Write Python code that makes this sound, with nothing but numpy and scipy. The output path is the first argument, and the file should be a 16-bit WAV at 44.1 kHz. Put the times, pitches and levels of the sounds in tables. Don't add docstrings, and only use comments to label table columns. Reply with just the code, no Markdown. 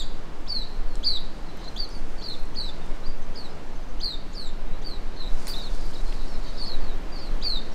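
import sys
import numpy as np
from scipy import signal
from scipy.fft import rfft, irfft, next_fast_len
from scipy.io import wavfile
from scipy.ndimage import uniform_filter1d, map_coordinates

SR = 44100
rng = np.random.default_rng(int(sys.argv[2]) if len(sys.argv) > 2 else 0)


def gain_from_decibels(decibels):
    exponent = np.asarray(decibels, float) / 20
    return 10 ** exponent


def pcm_store(signal):
    levels = np.round(np.clip(np.atleast_2d(signal), -1, 1) * 32767)
    wavfile.write(sys.argv[1], SR, levels.astype(np.int16).T)


N = 341334


def unit(x):
    return x / np.sqrt(np.mean(x ** 2) + 1e-20)


def curves(rows, t):
    s, *columns = np.transpose(rows)
    return [np.interp(t, s, column) for column in columns]


def wobble(rate, size):
    knots = rng.standard_normal(int(size * rate / SR) + 4)
    return map_coordinates(knots, [np.arange(size) * rate / SR])


def coloured(x, spectrum):
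    m = next_fast_len(N + 8192)
    hz, db = np.transpose(spectrum)
    bins_hz = np.fft.rfftfreq(m, 1 / SR)
    gain = gain_from_decibels(np.interp(np.log(bins_hz + 1), np.log(hz + 1), db))
    return unit(irfft(rfft(x, m) * gain, m)[:N])


def add(out, s, x):
    first = round(s * SR)
    x = x[max(-first, 0):]
    part = out[max(first, 0):][:len(x)]
    part += x[:len(part)]


def whistle(rows, warble_hz, rate_hz, second_db, third_db, half_db=-38):
    t = np.arange(rows[0][0], rows[-1][0], 1 / SR)
    hz, db = curves(rows, t)
    age = t - t[np.argmax(hz[:SR // 32])]
    turns = rate_hz * (age + 3 * age ** 2)
    fade = np.exp(-np.abs(age) / .12) * np.clip((t - t[0]) / .018, 0, 1)
    warble = np.cos(2 * np.pi * turns) * fade
    hz = uniform_filter1d(hz, size=70) + warble_hz * warble + 55 * wobble(260, size=len(t))
    phase = 2 * np.pi * np.cumsum(hz) / SR
    low = (4400 - hz) / 1000
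    opening = np.clip(low, 0, 1) * (age < 0)
    tone = np.sin(phase)
    tone += gain_from_decibels(second_db + 10 * low + 11 * opening) * np.sin(2 * phase)
    tone += gain_from_decibels(third_db + 2 * low) * np.sin(3 * phase)
    tone += gain_from_decibels(third_db - 5 + 9 * low) * np.sin(4 * phase) * (4 * hz < SR / 2)
    tone += gain_from_decibels(half_db) * (np.sin(phase / 2) + np.sin(3 * phase / 2))
    edges = np.clip(np.minimum((t - t[0]) / .005, (t[-1] - t) / .004), 0, 1)
    buzz_db = 2.1 * wobble(153, size=len(t))
    return np.sqrt(2) * gain_from_decibels(db + buzz_db) * edges * tone


def foliage(x, echo_db, far_db=-15):
    t = np.arange(SR * 3 // 4) / SR
    glints = gain_from_decibels(8.9 * rng.standard_normal(len(t)))
    near = glints * gain_from_decibels(-60 * t / .11) * rng.standard_normal(len(t))
    far = gain_from_decibels(-60 * t / .55) * (1 - np.exp(-t / .02)) * rng.standard_normal(len(t))
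    far = uniform_filter1d(far, size=3)
    scatter = near / np.linalg.norm(near) + gain_from_decibels(far_db) * far / np.linalg.norm(far)
    answer = gain_from_decibels(echo_db) * scatter
    answer[0] = 1
    return signal.fftconvolve(x, answer) / np.hypot(1, gain_from_decibels(echo_db))


def full_call(s, length, high_hz, low_hz, db, contour):
    upstroke_s, settle_s, droop_s = .022, .011, .014
    creep, swell = .4, .49
    bow_hz = 50
    share, overshoot_hz, droop_hz, open_db, top_db, end_db, place = contour
    settled, sag = upstroke_s + settle_s, length - droop_s
    peak = np.clip(place * length, settled + .001, sag - .001)
    peak_hz = np.interp(peak, [settled, sag], [high_hz, low_hz]) - bow_hz
    half_hz = (share + creep * (1 - share)) * high_hz
    half_db = db + open_db + swell * (top_db - open_db)
    return [(0, share * high_hz, db + open_db),
            (upstroke_s / 2, half_hz, half_db),
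            (upstroke_s, high_hz + overshoot_hz, db + top_db),
            (settled, high_hz, db + top_db / 2),
            (peak, peak_hz, db),
            (sag, low_hz, db + end_db),
            (length, low_hz - droop_hz, db + end_db)]


def full_whistles():
    # start_s, length_s, pitch_after_upstroke_hz, pitch_before_droop_hz, level_db
    flickers = [
        (0.463, .169, 4747, 3923, -26),
        (7.165, .125, 4840, 4080, -43),
    ]
    reeds = [
        (1.878, .125, 5150, 4250, -51),
        (4.326, .169, 4740, 3655, -36.5),
    ]
    warblers = [
        (1.027, 0.15, 4696, 3845, -21.5),
        (2.541, 0.16, 4565, 3760, -31),
        (3.339, .138, 4760, 4000, -41.5),
        (3.996, .152, 4650, 3854, -28),
    ]
    risers = [
        (1.759, .093, 4664, 4400, -31),
    ]
    sliders = [
        (4.814, 0.15, 4730, 3890, -39),
        (7.411, .175, 4750, 3747, -24.5),
    ]
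    swellers = [
        (2.206, 0.14, 4720, 3897, -33),
    ]
    # opening_pitch_share, overshoot_hz, droop_hz, opening_db, top_db, ending_db, peak_place (0-1)
    contours = [
        (.62, 540, 230, -35, -9.5, -8, .42),
        (.65, 550, 67, -19, -7, -11, 0.52),
        (.6, 18, 280, -23, -6.5, -7.5, .3),
        (.62, 30, 400, -6.5, -5.5, -6, 0.64),
        (.58, 86, 120, -16.5, -13, -9, .35),
        (.58, 790, 350, -16, -15, -5.5, .6),
    ]
    # depth_hz, rate_hz
    warbles = [(50, 38), (130, 37), (280, 31.5), (120, 45), (60, 50), (95, 50)]
    # second_db, third_db
    overtones = [(-30, -37), (-21, -34), (-28, -35), (-34.5, -31), (-28.5, -33.5), (-31, -37)]
    cover = [1, 7, -3, 2, 1, 4]
    out = np.zeros(N)
    kinds = flickers, reeds, warblers, risers, sliders, swellers
    for calls, contour, warble, (second_db, third_db), echo_db in zip(kinds, contours, warbles, overtones, cover):
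        for call in calls:
            reedy_db = .54 * (-32 - call[-1])
            rows = full_call(*call, contour)
            tone = whistle(rows, *warble, second_db + reedy_db, third_db + reedy_db)
            add(out, call[0], foliage(tone, echo_db))
    return out


def duet():
    # start_s, pitch_hz, level_db
    voices = [
        [(6.57, 3690, -48), (6.58, 5250, -44), (6.588, 4500, -42), (6.602, 4680, -39), (6.625, 4430, -33),
         (6.645, 4180, -37), (6.657, 4200, -42)],
        [(6.652, 4200, -30), (6.662, 5200, -40), (6.675, 4500, -36), (6.7, 4180, -37.5), (6.73, 3990, -34),
         (6.752, 3650, -50)],
    ]
    out = np.zeros(N)
    for rows, second_db in zip(voices, (-26, -40)):
        tone = whistle(rows, 120, 47.9, second_db, -36)
        add(out, rows[0][0], foliage(tone, echo_db=0, far_db=-26))
    return out


def chatter():
    # start_s, pitch_hz, level_db
    phrases = [
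        [(3.03, 3670, -53), (3.055, 4300, -49), (3.068, 4790, -40), (3.085, 4720, -53), (3.12, 4710, -53)],
        [(5.61, 4060, -44), (5.616, 5050, -50), (5.622, 4500, -39.5), (5.65, 4170, -43.5), (5.682, 3700, -41)],
        [(5.475, 3660, -35), (5.493, 5200, -42), (5.502, 4600, -36), (5.523, 4615, -35), (5.53, 5000, -41),
         (5.543, 3440, -39), (5.572, 4190, -38), (5.598, 3670, -40.5), (5.615, 3920, -36)],
        [(5.928, 2710, -48), (5.947, 5120, -49), (5.958, 3960, -43), (5.968, 3680, -46), (5.979, 4600, -58),
         (5.99, 3880, -44), (6.005, 3900, -51), (6.015, 4280, -52.5)],
    ]
    out = np.zeros(N)
    for rows in phrases:
        add(out, rows[0][0], foliage(whistle(rows, 0, 0, -36, -38), echo_db=-8))
    return out


def leftover():
    # start_s, pitch_hz, level_db
    ending = [
        (-0.12, 3080, -38),
        (-0.1, 4850, -29),
        (-0.05, 4465, -31.5),
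        (0.014, 3630, -37),
        (0.028, 3240, -34),
    ]
    out = np.zeros(N)
    tone = whistle(ending, 99, 31.9, -18.5, -32)
    add(out, ending[0][0], foliage(tone, echo_db=2.5, far_db=-13.5))
    return out


def glides():
    # start_s, length_s, first_hz, last_hz, level_db
    slides = [(0.865, 0.12, 4590, 3950, -56), (1.458, .05, 4420, 3860, -53),
              (1.571, 0.028, 2960, 3330, -54), (1.612, 0.06, 4230, 3920, -50),
              (1.661, 0.027, 4130, 4130, -41.5), (2.174, .135, 4650, 3650, -45),
              (2.632, 0.11, 5330, 3900, -53), (2.81, .035, 3700, 3550, -53), (3.483, .03, 3920, 4290, -55),
              (3.493, .04, 5350, 4700, -58), (4.67, 0.11, 3710, 4170, -55.5),
              (5.161, 0.026, 4390, 4200, -44), (5.191, .055, 4220, 3720, -39),
              (5.256, 0.031, 3900, 3940, -42.5), (6.034, .09, 4410, 4030, -49),
              (6.262, .12, 4850, 3710, -53.5), (6.262, 0.095, 5550, 5200, -55),
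              (6.43, 0.075, 4570, 4360, -49), (6.46, 0.04, 2900, 3740, -54), (6.8, .13, 4750, 3660, -50.5),
              (7.119, 0.08, 4750, 4220, -43.5), (7.43, 0.046, 2450, 2250, -52),
              (7.715, 0.033, 5830, 5100, -51)]
    out = np.zeros(N)
    for s, length, first_hz, last_hz, db in slides:
        edge_db = db - 3
        rows = [(0, first_hz, edge_db), (length / 2, (first_hz + last_hz) / 2, db), (length, last_hz, edge_db)]
        tone = whistle(rows, 130, 44.3, -32.5, -34)
        flutter = gain_from_decibels(3 * wobble(110, size=len(tone)))
        echo_db = 6 + .6 * (-46 - db)
        add(out, s, foliage(tone * unit(flutter), echo_db))
    return out


def pips():
    # peak_s, peak_db, pitch_hz
    notes = [(1.2794, -96, 6160), (1.6781, -59, 6000), (1.7888, -67, 6030), (1.8467, -60, 6100),
             (1.9194, -60, 6080), (1.9769, -67, 6100), (3.2231, -62, 6060), (3.6694, -65, 6030),
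             (3.7599, -61, 6080), (3.8252, -65, 6100), (3.8851, -64, 6120), (5.1562, -63, 6130)]
    out = np.zeros(N)
    for s, db, hz in notes:
        rows = [(0, hz + 250, db - 5), (.012, hz + 60, db + 2), (.026, hz, db - .5), (.036, hz - 30, db - 12)]
        tone = whistle(rows, 0, 0, -60, -60, half_db=-60)
        add(out, s - .012, foliage(tone, echo_db=0))
    return out


def ticks():
    # start_s, peak_db, centre_hz, width_hz, t60_s
    snaps = [(0.955, -28, 6200, 5400, 0.0093), (1.572, -36, 10000, 9000, .003),
             (1.512, -54, 11000, 4000, .003), (1.205, -44, 11000, 5000, .01),
             (1.64, -46, 5470, 4000, 0.092), (1.89, -39, 9400, 3000, 0.0094),
             (2.398, -42, 11000, 7000, 0.0047), (2.433, -41, 11000, 7000, .006),
             (2.455, -46, 7000, 6000, 0.022), (2.768, -73, 12600, 5000, .004), (2.86, -47, 8000, 5970, .02),
             (5.234, -45, 10900, 8000, .003), (5.47, -22.5, 4940, 9500, .012),
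             (5.478, -32, 7600, 14900, 0.22), (5.58, -45, 9000, 10000, 0.098),
             (5.81, -32, 7000, 4950, .005), (5.856, -36, 8000, 8000, .005), (6.125, -28, 2430, 2000, 0.014)]
    out, t = np.zeros(N), np.arange(SR // 8) / SR
    for s, db, hz, width_hz, t60 in snaps:
        limits_hz = [max(hz - width_hz / 2, 200), min(hz + width_hz / 2, 20000)]
        band = signal.butter(4, limits_hz, "band", fs=SR, output="sos")
        noise = unit(signal.sosfilt(band, rng.standard_normal(len(t))))
        burst = noise * gain_from_decibels(db - 5.5 - 60 * t / t60)
        add(out, s, foliage(burst, echo_db=-8))
    return out


def flock(level_db, count=220):
    out = np.zeros(N)
    for when, top, life, size in rng.random((count, 4)):
        hz, length = 4100 + 1300 * top, .091 + .076 * life
        rows = [(0, .58 * hz, -12), (.015, hz, -3), (length / 2, .9 * hz, 0), (length, .8 * hz, -8)]
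        add(out, when * N / SR, gain_from_decibels(15 * size) * whistle(rows, 120, 47.3, -27, -32))
    return gain_from_decibels(level_db) * unit(foliage(out, echo_db=11, far_db=14)[:N])


def rustle(level_db):
    # pitch_hz, level_db per Hz
    leaf_colour = [(1000, -8), (2500, -11), (5000, 5), (8500, -1.5), (10000, -7), (15000, -18),
                   (16500, -38)]
    struck = rng.random(N) < 900 / SR
    grains = struck * gain_from_decibels(1.8 * rng.exponential(size=N)) * rng.standard_normal(N)
    clumps = gain_from_decibels(1.1 * wobble(14, size=N) + 1.1 * wobble(70, size=N))
    brushing = clumps * (rng.standard_normal(N) + 2.6 * grains)
    return gain_from_decibels(level_db) * coloured(brushing, leaf_colour)


def wind(t):
    # start_s, pressure_db
    gusts = [(0, -18), (.35, -26), (1.0, -19.5), (1.8, -21), (2.4, -21.5), (2.8, -19.5), (3.2, -16),
             (3.36, -27.5), (4.2, -19), (4.85, -18.5), (5.17, -27.5), (5.3, -18), (5.5, -27.5),
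             (5.75, -16.5), (6.0, -16), (6.4, -20), (7.25, -15.5), (7.74, -23)]
    # pitch_hz, level_db per Hz
    pressure_colour = [(2, -9), (4, -8.5), (8, 9.5), (12, -2.5), (16, -2.5), (21, -8), (27, -9), (33, -17),
                       (40, -24), (60, -38), (120, -82.5)]
    gust_db = curves(gusts, t)[0] + 2.24 * wobble(3.92, size=N)
    return gain_from_decibels(gust_db) * coloured(rng.standard_normal(N), pressure_colour)


def far_hum(t):
    # start_s, level_db
    hum_level = [(0, -42.5), (2.8, -41), (4.3, -42.5), (5.5, -40.5), (6.3, -40.5), (7, -39.5), (7.74, -40)]
    # pitch_hz, level_db per Hz
    hum_colour = [(40, -61), (50, -15.5), (58, -16), (72, -13), (100, -22.5), (160, -17), (300, -19),
                  (950, -26.5), (3200, -39), (4600, -42.5), (8500, -54.5), (10000, -59), (15600, -65.5)]
    hum_db = curves(hum_level, t)[0] + .4 * wobble(5, size=N)
    return gain_from_decibels(hum_db) * coloured(rng.standard_normal(N), hum_colour)


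def scene():
    # start_s, leaf_rustle_db, distant_flock_db
    grove = [(0, -72.5, -78), (.8, -72, -67), (1.16, -71, -54), (1.35, -72, -72), (1.65, -70.5, -55),
             (2.1, -68.5, -80), (2.78, -70.5, -80), (3.64, -72.5, -68), (4.31, -73, -62), (4.61, -77, -80),
             (5.24, -72, -60), (5.45, -58, -51), (5.67, -63.5, -54.5), (6.68, -67, -52), (6.96, -73, -68),
             (7.74, -68.5, -62)]
    t = np.arange(N) / SR
    rustle_db, flock_db = curves(grove, t)
    near_birds = full_whistles() + duet() + chatter() + leftover()
    hidden_birds = glides() + pips() + flock(flock_db)
    greenery = ticks() + rustle(rustle_db + 7.5)
    return (near_birds + hidden_birds + greenery + wind(t) + far_hum(t))[None]


def roll_off(x):
    return signal.sosfilt(signal.butter(12, 15720, fs=SR, output="sos"), x)


def record(dry):
    band_limit = signal.ellip(10, .5, 70, 15700, fs=SR, output="sos")
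    mix = signal.sosfilt(band_limit, dry)
    return roll_off(mix)


dry = scene()
out = record(dry)
pcm_store(out)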